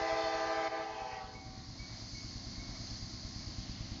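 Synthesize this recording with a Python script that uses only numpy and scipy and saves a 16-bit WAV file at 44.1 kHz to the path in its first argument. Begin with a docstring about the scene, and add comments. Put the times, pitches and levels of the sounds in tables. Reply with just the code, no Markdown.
"""A freight train's five-chime horn, heard from beside a level crossing in open country. Its reeds hold
a chord and stop; echoes from trees and from far down the line hang on, lower in pitch. The nearing diesel
thumps once a cycle over its rumble, the rails hiss ahead of the wheels and a swinging bell rings faintly.
One narrow-band microphone takes it all in."""
import sys
import numpy as np
from scipy import signal
from scipy.fft import rfft, irfft
from scipy.io import wavfile
from scipy.ndimage import map_coordinates

SR = 44100
rng = np.random.default_rng(int(sys.argv[2]) if len(sys.argv) > 2 else 0)


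def persist_wave(psi):
    """Save psi, clipped to +-1, as 16-bit WAV."""
    counts = np.round(np.clip(psi, -1, 1) * 32767).astype(np.int16)
    wavfile.write(sys.argv[1], SR, np.atleast_2d(counts).T)


N = 176400
HORN_STOP_S, CYCLE_HZ, TOP_HZ = .685, 8.967, 7250  # end of the blast, engine cycle rate, treble limit


def undb(db):
    """Decibels to gain."""
    return 10 ** (np.asarray(db) / 20)


def level(x, db):
    """Scale to an rms level."""
    return x * undb(db) / np.sqrt(np.mean(x ** 2))


def curve(table, col=1):
    """One column of a time table, joined by straight lines."""
    rows = np.array(table, float)
    return np.interp(np.arange(N) / SR, rows[:, 0], rows[:, col])


def at_hz(points, hz):
    """Read a spectrum on a log-frequency axis."""
    rows = np.array(points, float)
    return np.interp(np.log(np.maximum(hz, 1)), np.log(rows[:, 0]), rows[:, 1])


def colour(x, points):
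    """Filter by a spectrum of (f/Hz, gain/dB) points."""
    return irfft(rfft(x) * undb(at_hz(points, np.fft.rfftfreq(N, 1 / SR))), N)


def noise(points, db):
    """Noise with a given spectral shape and rms level."""
    return level(colour(rng.standard_normal(N), points), db)


def walk(per_s):
    """Random drift with per_s turns a second; spread near 1."""
    place = np.arange(N) / SR * per_s
    turns = int(place[-1]) + 2
    return np.interp(place, np.arange(turns), rng.standard_normal(turns))


def cut(x, hz, kind, order=2):
    """Low-pass or high-pass."""
    return signal.sosfilt(signal.butter(order, hz, kind, fs=SR, output="sos"), x)


def until(t, stop_s, fade_s):
    """Full level that fades out around a stop time."""
    return np.clip(.5 + (stop_s - t) / fade_s, 0, 1)


def bell(t):
    """A faint swinging bell: a close pair of partials beats, its pitch a little different on each swing."""
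    strokes = [(.99, 2240, -65), (1.345, 2216, -55.5), (1.79, 2250, -52), (2.145, 2210, -53.5),
               (2.59, 2204, -54.5), (2.755, 2255, -62.5), (3.39, 2250, -62.5)]  # t/s, f/Hz, level/dB
    attack_s, t60_s, split_hz, twin_db = .008, .62, 16, -11
    out = np.zeros(N)
    for start, hz, db in strokes:
        age = np.maximum(t - start, 0)
        ring = np.minimum(age / attack_s, 1) * np.exp(-np.log(1000) * age / t60_s)
        phase = 2 * np.pi * hz * age + .85 * walk(per_s=60)
        twin = undb(twin_db) * np.sin(phase - 2 * np.pi * split_hz * age + walk(per_s=30))
        out += undb(db + walk(per_s=50)) * ring * np.sqrt(2) * (np.sin(phase) + twin)
    return out


def track():
    """Wheels roar in the distance and the rails carry a bright hiss ahead of them to the crossing."""
    wheel_shape = [(300, -3.5), (450, -2.5), (680, 5), (850, -0.5), (1100, 0), (1500, -4.5), (1900, -2),
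                   (2150, -0.5), (2600, -12.5), (3200, -7.5), (4000, 3), (7000, -17.5)]  # rolling roar: f/Hz, level/dB
    rail_shape = [(2800, -17), (3500, -16.5), (3950, -11), (4250, 1), (4850, 1.5), (5500, -6), (6400, -5.5),
                  (7200, -19)]  # rail hiss: f/Hz, level/dB
    approach = [(0, -6, -1), (.7, -1.5, -6), (1.2, -6.5, -6.5), (1.5, -2, -5), (1.73, -3.5, -2.5),
                (1.9, 0.5, 0), (2.15, -1, 2.5), (2.45, -0.5, 2), (2.7, 3, 0), (2.92, -1, 5), (3.1, 0, 1),
                (3.4, -0.5, 2.5), (3.7, 1, 0.5), (4, 0.5, -0.5)]  # t/s, wheel gain/dB, rail gain/dB
    near_shape = [(1500, -19), (2300, -7.5), (2900, -2.5), (3500, -2), (4500, -23.5)]  # upper-mid hiss as the locomotive draws near: f/Hz, level/dB
    near_rise = [(0, -81.5), (3.3, -78.5), (3.6, -62.5), (3.8, -60), (4, -64)]  # its late rise: t/s, level/dB
    wheels = noise(wheel_shape, db=-57) * undb(curve(approach, col=1) + walk(per_s=12))
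    rails = noise(rail_shape, db=-51.5) * undb(curve(approach, col=2) + .5 * walk(per_s=20))
    return wheels + rails + noise(near_shape, db=0) * undb(curve(near_rise))


def exhaust(cycle, age):
    """One heavy puff a cycle: the stack rings briefly and a low gust of gas follows."""
    gust_shape = [(20, -18), (35, 3.5), (55, -4), (85, 1), (112, -10.5), (140, -8.5), (220, -35.5)]  # f/Hz, level/dB
    stack_hz, stack_decay_s, gust_decay_s = 52, .011, .021
    strength = undb(.4 * rng.standard_normal(int(cycle[-1]) + 2))[cycle.astype(int)]
    puffs = strength * np.exp(-age / stack_decay_s) * np.cos(2 * np.pi * stack_hz * age)
    thumps = cut(cut(puffs, 10, "high", order=1), 280, "low", order=4)
    gusts = colour(rng.standard_normal(N) * np.exp(-age / gust_decay_s), gust_shape)
    return level(thumps, db=-48) + level(gusts, db=-59)


def cylinders(t, age):
    """Firing tones and knock at multiples of the cycle rate, over rumble; all surge just after a puff."""
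    firing = [(9, -58), (12, -57.5), (13, -61.5), (16, -64)]  # multiple of the cycle rate, level/dB
    knock = [(150, -73.5), (180, -70), (225, -68.5), (265, -66), (320, -77), (360, -75.5)]  # outline of the higher multiples: f/Hz, level/dB
    rumble_shape = [(20, -22.5), (40, 6.5), (70, -11), (110, -3), (170, -1.5), (245, -8), (325, -7.5),
                    (420, -22.5), (600, -49.5)]  # f/Hz, level/dB
    surge_peak_s = .035
    tones = np.zeros(N)
    for k, db in firing + [(k, at_hz(knock, k * CYCLE_HZ)) for k in range(17, 40)]:
        tone = np.sin(2 * np.pi * (k * CYCLE_HZ * t + rng.random()))
        tones += level(tone * undb(2 * walk(per_s=3)), db)
    surge = 1 + .5 * age / surge_peak_s * np.exp(2 - 2 * age / surge_peak_s)
    return level(surge, db=0) * (tones + noise(rumble_shape, db=-55))


def whine(t):
    """The locomotive's faint whine, wavering in phase and level."""
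    partials = [(646, -74), (770, -75), (1066, -74.5), (2130, -75)]  # f/Hz, level/dB
    out = np.zeros(N)
    for hz, db in partials:
        tone = np.sin(2 * np.pi * hz * t + .61 * walk(per_s=30))
        out += level(tone * undb(2.2 * walk(per_s=12)), db)
    return out


def engine(t):
    """The diesel up the line: its level dips, then grows as it nears the microphone."""
    approach = [(0, -7.5, -7.5), (.45, -10.5, -8.5), (.8, -18.5, -12), (1.15, -10, -7), (1.4, -7, -1),
                (1.7, -5, -0.5), (2.1, -4.5, 0), (2.5, -0.5, 2.5), (2.9, -3, 1.5), (3.3, -2, 1.5),
                (4, 1.5, 3.5)]  # t/s, exhaust gain/dB, cylinder and whine gain/dB
    first_puff_s = .0144
    cycle, age = np.divmod(t - first_puff_s, 1 / CYCLE_HZ)
    puffs = exhaust(cycle, age) * undb(curve(approach, col=1))
    return puffs + (cylinders(t, age) + whine(t)) * undb(curve(approach, col=2))


def scatter(x):
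    """Wind and foliage shift the paths: each third-octave wavers in level and phase, the treble most."""
    spectrum, out = rfft(x), np.zeros(N)
    octave = np.log2(np.maximum(np.fft.rfftfreq(N, 1 / SR), 1))
    for hz in 250 * 2 ** (np.arange(16) / 3):
        window = np.clip(1 - 3 * abs(octave - np.log2(hz)), 0, 1)
        band = np.fft.ifft(2 * spectrum * window, N)  # complex, so the drift also turns its phase
        depth = .33 * np.sqrt(hz / 1000)
        drift = walk(per_s=17) + 1j * walk(per_s=23) + .5 * (walk(per_s=70) + 1j * walk(per_s=80))
        out += (band * (1 + depth * drift)).real / np.sqrt(1 + depth ** 2)
    return out


def echoes(t, sound, paths, build_s, early_db):
    """Duller copies that swell and outlast the horn, flatter as the train moves away from the reflectors."""
    out = np.zeros(N)
    for delay_s, flat_cents, db, edge_hz, fade_s in paths:
        ratio = 2 ** (-flat_cents / 1200)
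        echo = map_coordinates(sound, [t * ratio * SR], order=2, mode="mirror")
        stop_s = HORN_STOP_S + delay_s
        early = np.clip((stop_s - t) / build_s - 1, 0, 1)
        out += cut(echo, edge_hz, "low", order=1) * undb(db + early_db * early) * until(t, stop_s, fade_s)
    return out


def countryside(t, blast):
    """The horn comes back from three distances, and its rush of air returns softly from the foliage."""
    # echo paths: end delay/s, pitch drop/cents, gain/dB, treble edge/Hz, fade/s
    near_paths = [(0.174, 2.3, -2.5, 3200, 0.12), (.35, 7, -9, 1580, 0.23)]  # close by
    tree_paths = [(0.531, 20, -10, 5030, 0.13), (.70, 22, -15.5, 1500, .17)]  # trees beside the line
    far_paths = [ (.69, 79, -12, 2200, .2), (1.0, 80, -22, 1200, .2), ]  # far down the line
    tree_colour = [(300, -20), (400, 3), (440, 0), (520, 3), (650, -11), (798, -1), (877, 10), (1020, 5),
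                   (1190, -3.5), (1320, 7.5), (1600, -5.5), (1950, -8), (2200, -1.5), (2550, 5.5),
                   (3150, 12.5), (3700, -7), (6000, 4.5)]  # the way past the trees: f/Hz, gain/dB
    far_colour = [(300, -26), (440, -10), (520, -1), (650, -7), (798, 5), (877, -2.5), (1020, -1),
                  (1197, 2), (1330, -9), (1600, -2), (1750, -10), (2000, 5.5), (2200, -3), (2600, 3.5),
                  (6000, -0.5)]  # the long way over the ground: f/Hz, gain/dB
    swell_shape = [(1500, -26), (2100, -3), (2500, -1), (3150, 1), (3500, -15), (4500, -28)]  # returning rush of air: f/Hz, level/dB
    swell_s, swell_width_s = 1.12, .089
    near = echoes(t, blast, near_paths, build_s=.13, early_db=-28.5)
    trees = echoes(t, colour(blast, tree_colour), tree_paths, build_s=.2, early_db=-8)
    far = echoes(t, colour(blast, far_colour), far_paths, build_s=.23, early_db=-4)
    swell = noise(swell_shape, db=-59.5) * np.exp(-((t - swell_s) / swell_width_s) ** 2)
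    return near + scatter(trees + far) + swell


def chord():
    """Five reeds buzz in their bells; moving air makes each overtone flutter on its way to the crossing."""
    chimes = [(327.84, -42, 0.00089), (398.4, -40, 0.0021), (438.7, -48, 0.0014), (508.2, -48, 0.0033),
              (643.4, -44.5, .004)]  # f/Hz, level/dB, rasp/share of the pitch
    overtones = [
        [(1, -7.5), (2, 0.5), (3, -15.5), (4, -18.5), (5, -15.5), (6, -13.5), (7, -20)],
        [(1, -16.5), (2, -1), (3, -8), (4, -14.5), (5, -27.5), (6, -23.5), (7, -27)],
        [(1, 1.5), (2, -3.5), (3, -12.5), (4, -3), (5, -9), (6, -27), (7, -18)],
        [(1, -3.5), (2, -1.5), (3, -7.5), (4, -6.5), (5, -18), (6, -32)],
        [(1, 0), (2, -12.5), (3, -15), (4, -19.5)],
    ]  # one list a chime: multiple, level/dB relative to the chime
    brass = [(2400, -70.5), (2700, -71), (3200, -71.5), (3600, -64), (4100, -70.5), (4390, -59.5),
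             (4550, -75), (4800, -63.5), (5300, -70.5), (6200, -72.5), (7200, -84)]  # brassy overtones above those lists, for all chimes: f/Hz, level/dB
    air_shape = [(200, -27), (330, 9.5), (560, -17.5), (680, -30.5), (1000, 9.5), (1400, 5.5), (1950, 0.5),
                 (2700, -4), (4500, -6.5), (7000, -30)]  # air rushing through the horn: f/Hz, level/dB
    waver, flicker_db, grit = .00073, 2.8, .2  # slow pitch drift; slow and fast fading at 1.5 kHz
    out = noise(air_shape, db=-53)
    for (hz, db, rasp), partials in zip(chimes, overtones):
        pitch = hz * (1 + waver * walk(per_s=9) + rasp * walk(per_s=160))
        phase = 2 * np.pi * np.cumsum(pitch) / SR
        for k in range(1, int(TOP_HZ / hz) + 1):
            own_db = db + partials[k - 1][1] if k <= len(partials) else at_hz(brass, k * hz)
            height = min(k * hz / 1500, 1.5)  # higher overtones flutter more
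            fading = undb(flicker_db * height * walk(per_s=8)) * (1 + grit * height ** 2 * walk(per_s=90))
            out += np.sqrt(2) * undb(own_db) * fading * np.sin(k * phase + rng.uniform(0, 2 * np.pi))
    return out


def horn(t):
    """The direct blast sags very slightly and is cut off, leaving its echoes over the open country."""
    sag_db_per_s = .5
    blast = chord()
    sag = undb(-sag_db_per_s * (t - HORN_STOP_S / 2))
    return blast * sag * until(t, HORN_STOP_S, fade_s=.018) + countryside(t, blast)


def scene():
    """Everything as heard from one spot beside the crossing."""
    t = np.arange(N) / SR
    return (horn(t) + engine(t) + track() + bell(t))[None]


def record(dry):
    """A small camera's microphone with a steep treble cut."""
    return signal.sosfilt(signal.ellip(10, .2, 70, TOP_HZ, fs=SR, output="sos"), dry)


dry = scene()
out = record(dry)
persist_wave(out)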